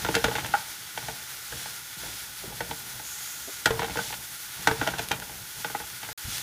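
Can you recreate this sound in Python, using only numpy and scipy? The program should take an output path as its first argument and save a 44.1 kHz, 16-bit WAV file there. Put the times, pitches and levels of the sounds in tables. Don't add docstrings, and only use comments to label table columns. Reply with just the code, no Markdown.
import sys
import numpy as np
from scipy import signal
from scipy.fft import rfft, irfft, next_fast_len
from scipy.io import wavfile
from scipy.ndimage import map_coordinates

SR = 44100
rng = np.random.default_rng(int(sys.argv[2]) if len(sys.argv) > 2 else 0)


def generate_wav(sig):
    pcm = np.round(np.clip(np.atleast_2d(sig).T, -1, 1) * 32767).astype(np.int16)
    wavfile.write(sys.argv[1], SR, pcm)


N = 283122

# start_s, level_db, weight_db, hardness_db, blade_hz
CLACKS = [(0.047, -30.5, -6.5, -8, 1390), (0.086, -30, 1, -10, 860), (0.142, -30.5, -10, -8, 1386),
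          (0.1505, -28, -6, 2, 840), (0.2411, -23, -6.5, -5, 1450), (0.352, -31.5, -8, -5.5, 838),
          (0.382, -34, -9, -8.5, 825), (0.445, -37.5, -14, -4, 934), (0.5375, -21, -22, -22.5, 815),
          (0.975, -34.5, -10, -4.5, 865), (1.083, -35, -8.5, -10, 890), (1.522, -40, -6, -6, 1645),
          (1.657, -41, -22, -14, 866), (2.6049, -32, -5, -8.5, 910), (2.7099, -35.5, -5.5, -7, 940),
          (3.6574, -20, -10, -2.5, 1470), (3.793, -30.5, -7, -8.5, 950), (3.818, -32, -7, -10, 1510),
          (3.843, -34.5, -10, -6, 795), (3.895, -41, -1, -9, 860), (3.956, -36.5, -2, -13, 870),
          (3.971, -33.5, -2, -5.5, 1495), (3.988, -30.5, -18, -24, 1520), (4.125, -41, -21, -3, 800),
          (4.672, -19, -10, -6, 1522), (4.8132, -28, -4, -13, 816), (4.866, -34, -10, -18, 1415),
          (4.873, -27.5, -7, -5.5, 660), (4.936, -35, -8.5, -17, 1550), (4.983, -39, -11, 1.5, 700),
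          (4.992, -33.5, -6.5, -2, 712), (5.11, -34.5, -1.5, -11, 810), (5.114, -28.5, -9, -1, 828),
          (5.219, -42, -10, -7, 1426), (5.645, -31, -10, -8.5, 847), (5.699, -43, -5, -10, 835),
          (5.748, -30, -11.5, -17, 834), (5.8, -40.5, -5.5, -11, 846), (6.03, -43, -9, -2, 840)]
# start_s, length_s, rumble_db, scrape_db
STROKES = [(-.03, .52, -41, -31.5), (0.938, 0.18, -49, -41), (1.49, 0.14, -48.5, -49),
           (1.986, .1, -45, -39.5), (2.413, .3, -47, -40), (2.797, .24, -53, -39), (3.66, 0.27, -41, -36.5),
           (3.96, 0.24, -51.5, -35), (4.542, 0.65, -45, -39), (5.25, .16, -51, -39),
           (5.544, 0.34, -56, -43), (5.994, 0.11, -50.5, -33.5), (6.245, .15, -47.5, -42.5)]


def amp(db):
    return 10 ** (np.asarray(db) / 20)


def unit(x):
    return x / np.sqrt(np.mean(x ** 2) + 1e-20)


def along(points, hz):
    point_hz, values = np.transpose(points)
    return np.interp(np.log(hz + 1), np.log(point_hz), values)


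def wobble(rate_hz):
    knots = rng.standard_normal(int(N * rate_hz / SR) + 4)
    return map_coordinates(knots, [np.arange(N) * rate_hz / SR])


def filtered(x, response):
    size = next_fast_len(len(x) + SR // 4)
    return irfft(rfft(x, size) * response(np.fft.rfftfreq(size, 1 / SR)), size)[:len(x)]


def add(track, start_s, sound):
    span = track[max(round(start_s * SR), 0):][:len(sound)]
    span += sound[:len(span)]


def fade(t, t60_s):
    return np.exp(-np.log(1000) * t / t60_s)


def bell(x, centre, sigma):
    return np.exp(-.5 * ((x - centre) / sigma) ** 2)


def held(start_s, length_s, attack_s, release_t60_s):
    t = np.maximum(np.arange(N) / SR - start_s, 0)
    return (1 - np.exp(-t / attack_s)) * fade(np.maximum(t - length_s, 0), release_t60_s)


def kitchen(x, wet_db, build_s):
    # freq_hz, t60_s
    decay = [(120, 0.38), (400, 0.31), (900, 0.36), (2500, 0.23), (6000, 0.092), (12000, 0.33)]
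    hz, t, noise = signal.stft(rng.standard_normal(len(x)), SR, nperseg=256)
    shaped = noise * fade(t, along(decay, hz)[:, None]) * (1 - np.exp(-t / build_s))
    tail = signal.istft(shaped, SR, nperseg=256)[1]
    return x + amp(wet_db) * signal.fftconvolve(x, tail / np.linalg.norm(tail))[:len(x)]


def bubbles(rate_hz=4000, scatter_db=5.5, blur_gain=2.3):
    bursting = rng.random(N) < rate_hz / SR
    size = amp(scatter_db * np.minimum(rng.standard_normal(N), 2.8))
    pops = unit(bursting * size * rng.choice([-1, 1], N))
    return unit(pops + blur_gain * rng.standard_normal(N))


def frying_colour(hz):
    # freq_hz, density_db
    spectrum = [(150, -28), (300, -10), (550, -13.5), (800, -9), (1100, -7), (1400, -2), (2000, -0.5),
                (2600, -3.5), (3500, -1.5), (5400, -2), (6700, -2.5), (7900, -4.5), (10500, -2.5),
                (15400, -3.5)]
    # centre_hz, width_hz, lift_db
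    bowl = [(847, 67, 8), (1435, 145, 6.5), (1940, 120, 0), (3420, 150, 3.5), (6350, 1200, 1.5),
            (9900, 1700, 1.5)]
    lift_db = sum(db / (1 + (2 * (hz - centre_hz) / width_hz) ** 2) for centre_hz, width_hz, db in bowl)
    return amp(along(spectrum, hz) + lift_db)


def sizzle(treble_gain_db, split_hz, flutter_db):
    # time_s, treble_db, mids_db
    levels = [(0.0, -41, -39), (0.3, -42, -39), (0.7, -43.5, -43), (2.74, -42.5, -44), (3.45, -40.5, -43),
              (3.94, -44.5, -42), (4.15, -42, -46), (4.48, -41.5, -43), (4.86, -44, -40),
              (5.23, -43.5, -46), (6.1, -41.5, -42.5)]
    time_s, *columns = np.transpose(levels)
    treble_db, mids_db = [np.interp(np.arange(N) / SR, time_s, column) for column in columns]
    boil = bubbles() * amp(flutter_db * wobble(rate_hz=30))
    high_share = lambda hz: hz ** 4 / (hz ** 4 + split_hz ** 4)
    treble = unit(filtered(boil, lambda hz: frying_colour(hz) * high_share(hz)))
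    mids = unit(filtered(boil, lambda hz: frying_colour(hz) * (1 - high_share(hz))))
    return treble * amp(treble_db + treble_gain_db) + mids * amp(mids_db)


def sears(gain_db, bubble_hz, spread_oct):
    # peak_s, level_db, sigma_s
    swells = [(.58, -40.5, 0.043), (1.078, -41.5, 0.065), (1.615, -39.5, 0.097), (2.106, -41, 0.13),
              (4.06, -36, 0.07), (5.61, -40, 0.025), (6.347, -33.5, 0.05)]
    t = np.arange(N) / SR
    envelope = sum(amp(db) * bell(t, peak_s, sigma_s) for peak_s, db, sigma_s in swells)
    band = lambda hz: bell(np.log2(hz + 1), np.log2(bubble_hz), spread_oct)
    hiss = filtered(bubbles(), lambda hz: frying_colour(hz) * band(hz))
    return amp(gain_db) * envelope * unit(hiss)


def spits(gain_db, t60_s):
    # start_s, peak_db
    drops = [(.466, -18), (5.0868, -17), (5.2001, -16.5), (5.901, -25), (6.3822, -13)]
    t = np.arange(SR // 50) / SR
    out = np.zeros(N)
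    for start_s, db in drops:
        burst = rng.standard_normal(len(t)) * fade(t, t60_s)
        tick = filtered(np.roll(burst, 16), frying_colour)
        add(out, start_s, amp(db + gain_db) * tick / np.abs(tick).max())
    return out


def steam(start_s, length_s, level_db, sag_db_per_s, centre_hz, width_hz, air_db, air_hz):
    jet = lambda hz: 1 / (1 + (2 * (hz - centre_hz) / width_hz) ** 2)
    air = lambda hz: amp(air_db) * hz ** 2 / (hz ** 2 + air_hz ** 2)
    hiss = unit(filtered(rng.standard_normal(N), lambda hz: jet(hz) + air(hz)))
    pressure = amp(level_db - sag_db_per_s * (np.arange(N) / SR - start_s))
    return hiss * pressure * held(start_s, length_s, attack_s=0.015, release_t60_s=0.23)


def stroke_gains():
    return sum(amp(levels_db)[:, None] * held(start_s, length_s, attack_s=0.025, release_t60_s=0.45)
               for start_s, length_s, *levels_db in STROKES)


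def rumble(drag_db, lumpy_db, resting_db):
    # freq_hz, density_db
    spectrum = [(20, -22), (40, -14), (58, 2.5), (95, -3), (130, 6), (155, -4), (180, -0.5), (230, -8.5),
                (330, -9), (460, -13), (600, -13), (900, -8), (2000, -44), (5000, -70)]
    rub = filtered(rng.standard_normal(N), lambda hz: amp(along(spectrum, hz)))
    lumps = amp(lumpy_db * wobble(rate_hz=25))
    drag, _ = stroke_gains()
    return unit(rub * lumps) * np.hypot(amp(drag_db) * drag, amp(resting_db))


def flops(gain_db, t60_s, q, attack_s):
    # start_s, level_db, pitch_hz
    landings = [(1.963, -45, 140), (2.03, -41.5, 480), (2.435, -38.5, 420), (2.473, -39, 147),
                (2.503, -45, 475), (3.474, -38.5, 430), (6.244, -35.5, 70.6), (6.274, -37, 72)]
    t = np.arange(SR // 4) / SR
    out = np.zeros(N)
    for start_s, db, pitch_hz in landings:
        slap = rng.standard_normal(len(t)) * fade(t, t60_s) * (1 - np.exp(-t / attack_s))
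        cushion = lambda hz: 1j * hz / (pitch_hz ** 2 - hz ** 2 + 1j * hz * pitch_hz / q)
        plop = filtered(slap, lambda hz: cushion(hz) / (1 + 1j * hz / (2 * pitch_hz)))
        add(out, start_s, amp(db + gain_db) * unit(plop))
    return out


def pan_ring(crack_db, crack_t60_s, scatter_db, detune):
    # freq_hz, level_db, t60_s
    modes = [(131.5, -18.5, 0.13), (182, -24, 0.21), (282, -24, 0.11), (327, -20.5, 0.079),
             (457, -15.5, 0.089), (635, -23, 0.087), (834, -18, 0.077), (895, -16, 0.037),
             (1254, -31, 0.094), (1451, -18.5, 0.074), (1530, -13, 0.027), (1917, -18.5, 0.038),
             (2310, -29, 0.13), (2696, -23.5, 0.038), (2762, -44, 0.045), (3077, -22, 0.028),
             (3325, -19.5, 0.023)]
    # freq_hz, density_db
    crack_spectrum = [(40, 11), (80, -1), (300, -2), (600, -6), (850, 2.5), (1130, -7.5), (1550, 3.5),
                      (2400, -8.5), (3400, -6), (4500, -12), (6500, -12.5), (9000, -21.5), (15000, -23.5)]
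    t = np.arange(SR // 4) / SR
    mode_hz, db, t60_s = np.transpose(modes)[:, :, None]
    strength = amp(db + scatter_db * rng.standard_normal(db.shape)) * rng.choice([-1, 1], db.shape)
    loaded_hz = mode_hz * (1 + detune * rng.standard_normal(db.shape))
    ring = np.sum(strength * np.sin(2 * np.pi * loaded_hz * t) * fade(t, t60_s), axis=0)
    crack = unit(filtered(rng.standard_normal(len(t)), lambda hz: amp(along(crack_spectrum, hz))))
    return ring + amp(crack_db) * crack * fade(t, crack_t60_s)


def rock_backs(hollow_hz, width_hz, hollow_db, low_hz, high_hz):
    # start_s, level_db
    landings = [(.165, -26.5), (.283, -29), (3.707, -25.5), (3.83, -31.5), (4.713, -27.5)]
    hollow = lambda hz: 1j * hz * width_hz / (hollow_hz ** 2 - hz ** 2 + 1j * hz * width_hz)
    band = lambda hz: 1j * hz / (low_hz + 1j * hz) / (1 + 1j * hz / high_hz)
    out = np.zeros(N)
    for start_s, db in landings:
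        ring = pan_ring(crack_db=-4, crack_t60_s=0.038, scatter_db=0.5, detune=0.0038)
        ring = kitchen(ring, wet_db=-11.5, build_s=0.004)
        thud = filtered(ring, lambda hz: (1 + amp(hollow_db) * hollow(hz)) * band(hz))
        add(out, start_s, amp(db) * thud / np.std(thud[:SR // 33]))
    return out


def scrapes(gain_db, glide_db, slip_rate_hz, low_hz, high_hz):
    slips = (rng.random(N) < slip_rate_hz / SR) * rng.standard_normal(N)
    ring = pan_ring(crack_db=3, crack_t60_s=0.011, scatter_db=4.5, detune=0.0014)
    band = lambda hz: hz ** 2 / (hz ** 2 + low_hz ** 2) / np.sqrt(1 + (hz / high_hz) ** 2)
    rasp = filtered(signal.fftconvolve(slips, ring)[:N], band)
    skid = bell(np.arange(SR // 8) / SR, centre=0.016, sigma=0.01)
    skids = np.zeros(N)
    for start_s, *_ in CLACKS:
        add(skids, start_s, skid)
    _, effort = stroke_gains()
    return amp(gain_db) * effort * (amp(glide_db) + np.minimum(skids, 1)) * unit(rasp)


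def blow(blade_hz, blade_db, t60_s, overtone_db, attack_s):
    pan = pan_ring(crack_db=-6.5, crack_t60_s=0.034, scatter_db=1, detune=0.017)
    pan = kitchen(pan, wet_db=-10, build_s=0.0025)
    t = np.arange(len(pan)) / SR
    phase = 2 * np.pi * blade_hz * t
    note = np.sin(phase) * fade(t, t60_s)
    overtone = amp(overtone_db) * np.sin(5.5 * phase) * fade(t, 0.23 * t60_s)
    return (pan + amp(blade_db) * (note + overtone)) * (1 - np.exp(-t / attack_s))


def contact(x, snap_db, soft_db, soft_hz, db_per_oct):
    cutoff_hz = np.clip(soft_hz * 2 ** ((snap_db - soft_db) / db_per_oct), 2500, 16000)
    return signal.sosfilt(signal.butter(2, cutoff_hz, fs=SR, output="sos"), x)


def knock(level_db, weight_db, hardness_db, blade_hz):
    blade_db = -12.5 - 0.41 * hardness_db
    hit = blow(blade_hz, blade_db, t60_s=0.055, overtone_db=-17, attack_s=0.00073)
    hit = contact(hit, level_db + hardness_db, soft_db=-43, soft_hz=3800, db_per_oct=3.5)
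    rock_db = weight_db - 4 + 0.44 * hardness_db
    bands_hz = [(50, 220), (220, 600), (600, 2200), (2200, 16000)]
    out = np.zeros(len(hit))
    for band_hz, share_db in zip(bands_hz, (rock_db, weight_db, 0, hardness_db)):
        part = signal.sosfilt(signal.butter(3, band_hz, "bandpass", fs=SR, output="sos"), hit)
        out += amp(level_db + share_db) * part / np.std(part[:SR // 33])
    return out


def grazes(gain_db, scatter_db):
    out = np.zeros(N)
    for start_s, length_s, _, scrape_db in STROKES:
        db = scrape_db + gain_db + scatter_db * rng.standard_normal()
        touch_s = start_s + length_s * rng.random()
        add(out, touch_s, knock(db, weight_db=-10.5, hardness_db=-9.5, blade_hz=844))
    return out


def spatula(gain_db, rebound_above_db, flight_s):
    out = np.zeros(N)
    for start_s, db, weight_db, hardness_db, blade_hz in CLACKS:
        add(out, start_s, knock(db, weight_db, hardness_db, blade_hz))
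        if db > rebound_above_db:
            add(out, start_s + flight_s, knock(db - 8.5, weight_db, hardness_db - 6, blade_hz=1418))
    return amp(gain_db) * out


def scene():
    mix = sizzle(treble_gain_db=1, split_hz=6120, flutter_db=0.96)
    mix += sears(gain_db=-0.5, bubble_hz=4460, spread_oct=1.3)
    mix += spits(gain_db=1, t60_s=0.0015)
    mix += steam(start_s=3.03, length_s=0.56, level_db=-41.5, sag_db_per_s=13,
                 centre_hz=6770, width_hz=1300, air_db=-20, air_hz=11000)
    mix += scrapes(gain_db=-5.5, glide_db=-14.5, slip_rate_hz=500, low_hz=724, high_hz=2980)
    mix += rumble(drag_db=0.5, lumpy_db=2, resting_db=-57)
    mix += flops(gain_db=-14, t60_s=0.1, q=2.1, attack_s=0.0023)
    mix += spatula(gain_db=0.1, rebound_above_db=-29.5, flight_s=0.012)
    mix += grazes(gain_db=-6, scatter_db=3)
    mix += rock_backs(hollow_hz=456, width_hz=47, hollow_db=10, low_hz=110, high_hz=3500)
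    return np.array([mix] * 2)


def record(dry):
    gap_start_s, gap_end_s, cutoff_hz = 6.130, 6.1765, 15450
    t = np.arange(N) / SR
    live = (t < gap_start_s) | (t > gap_end_s)
    low_pass = lambda hz: 1 / np.sqrt(1 + (hz / cutoff_hz) ** 400)
    return np.array([filtered(channel * live, low_pass) for channel in dry])


dry = scene()
out = record(dry)
generate_wav(out)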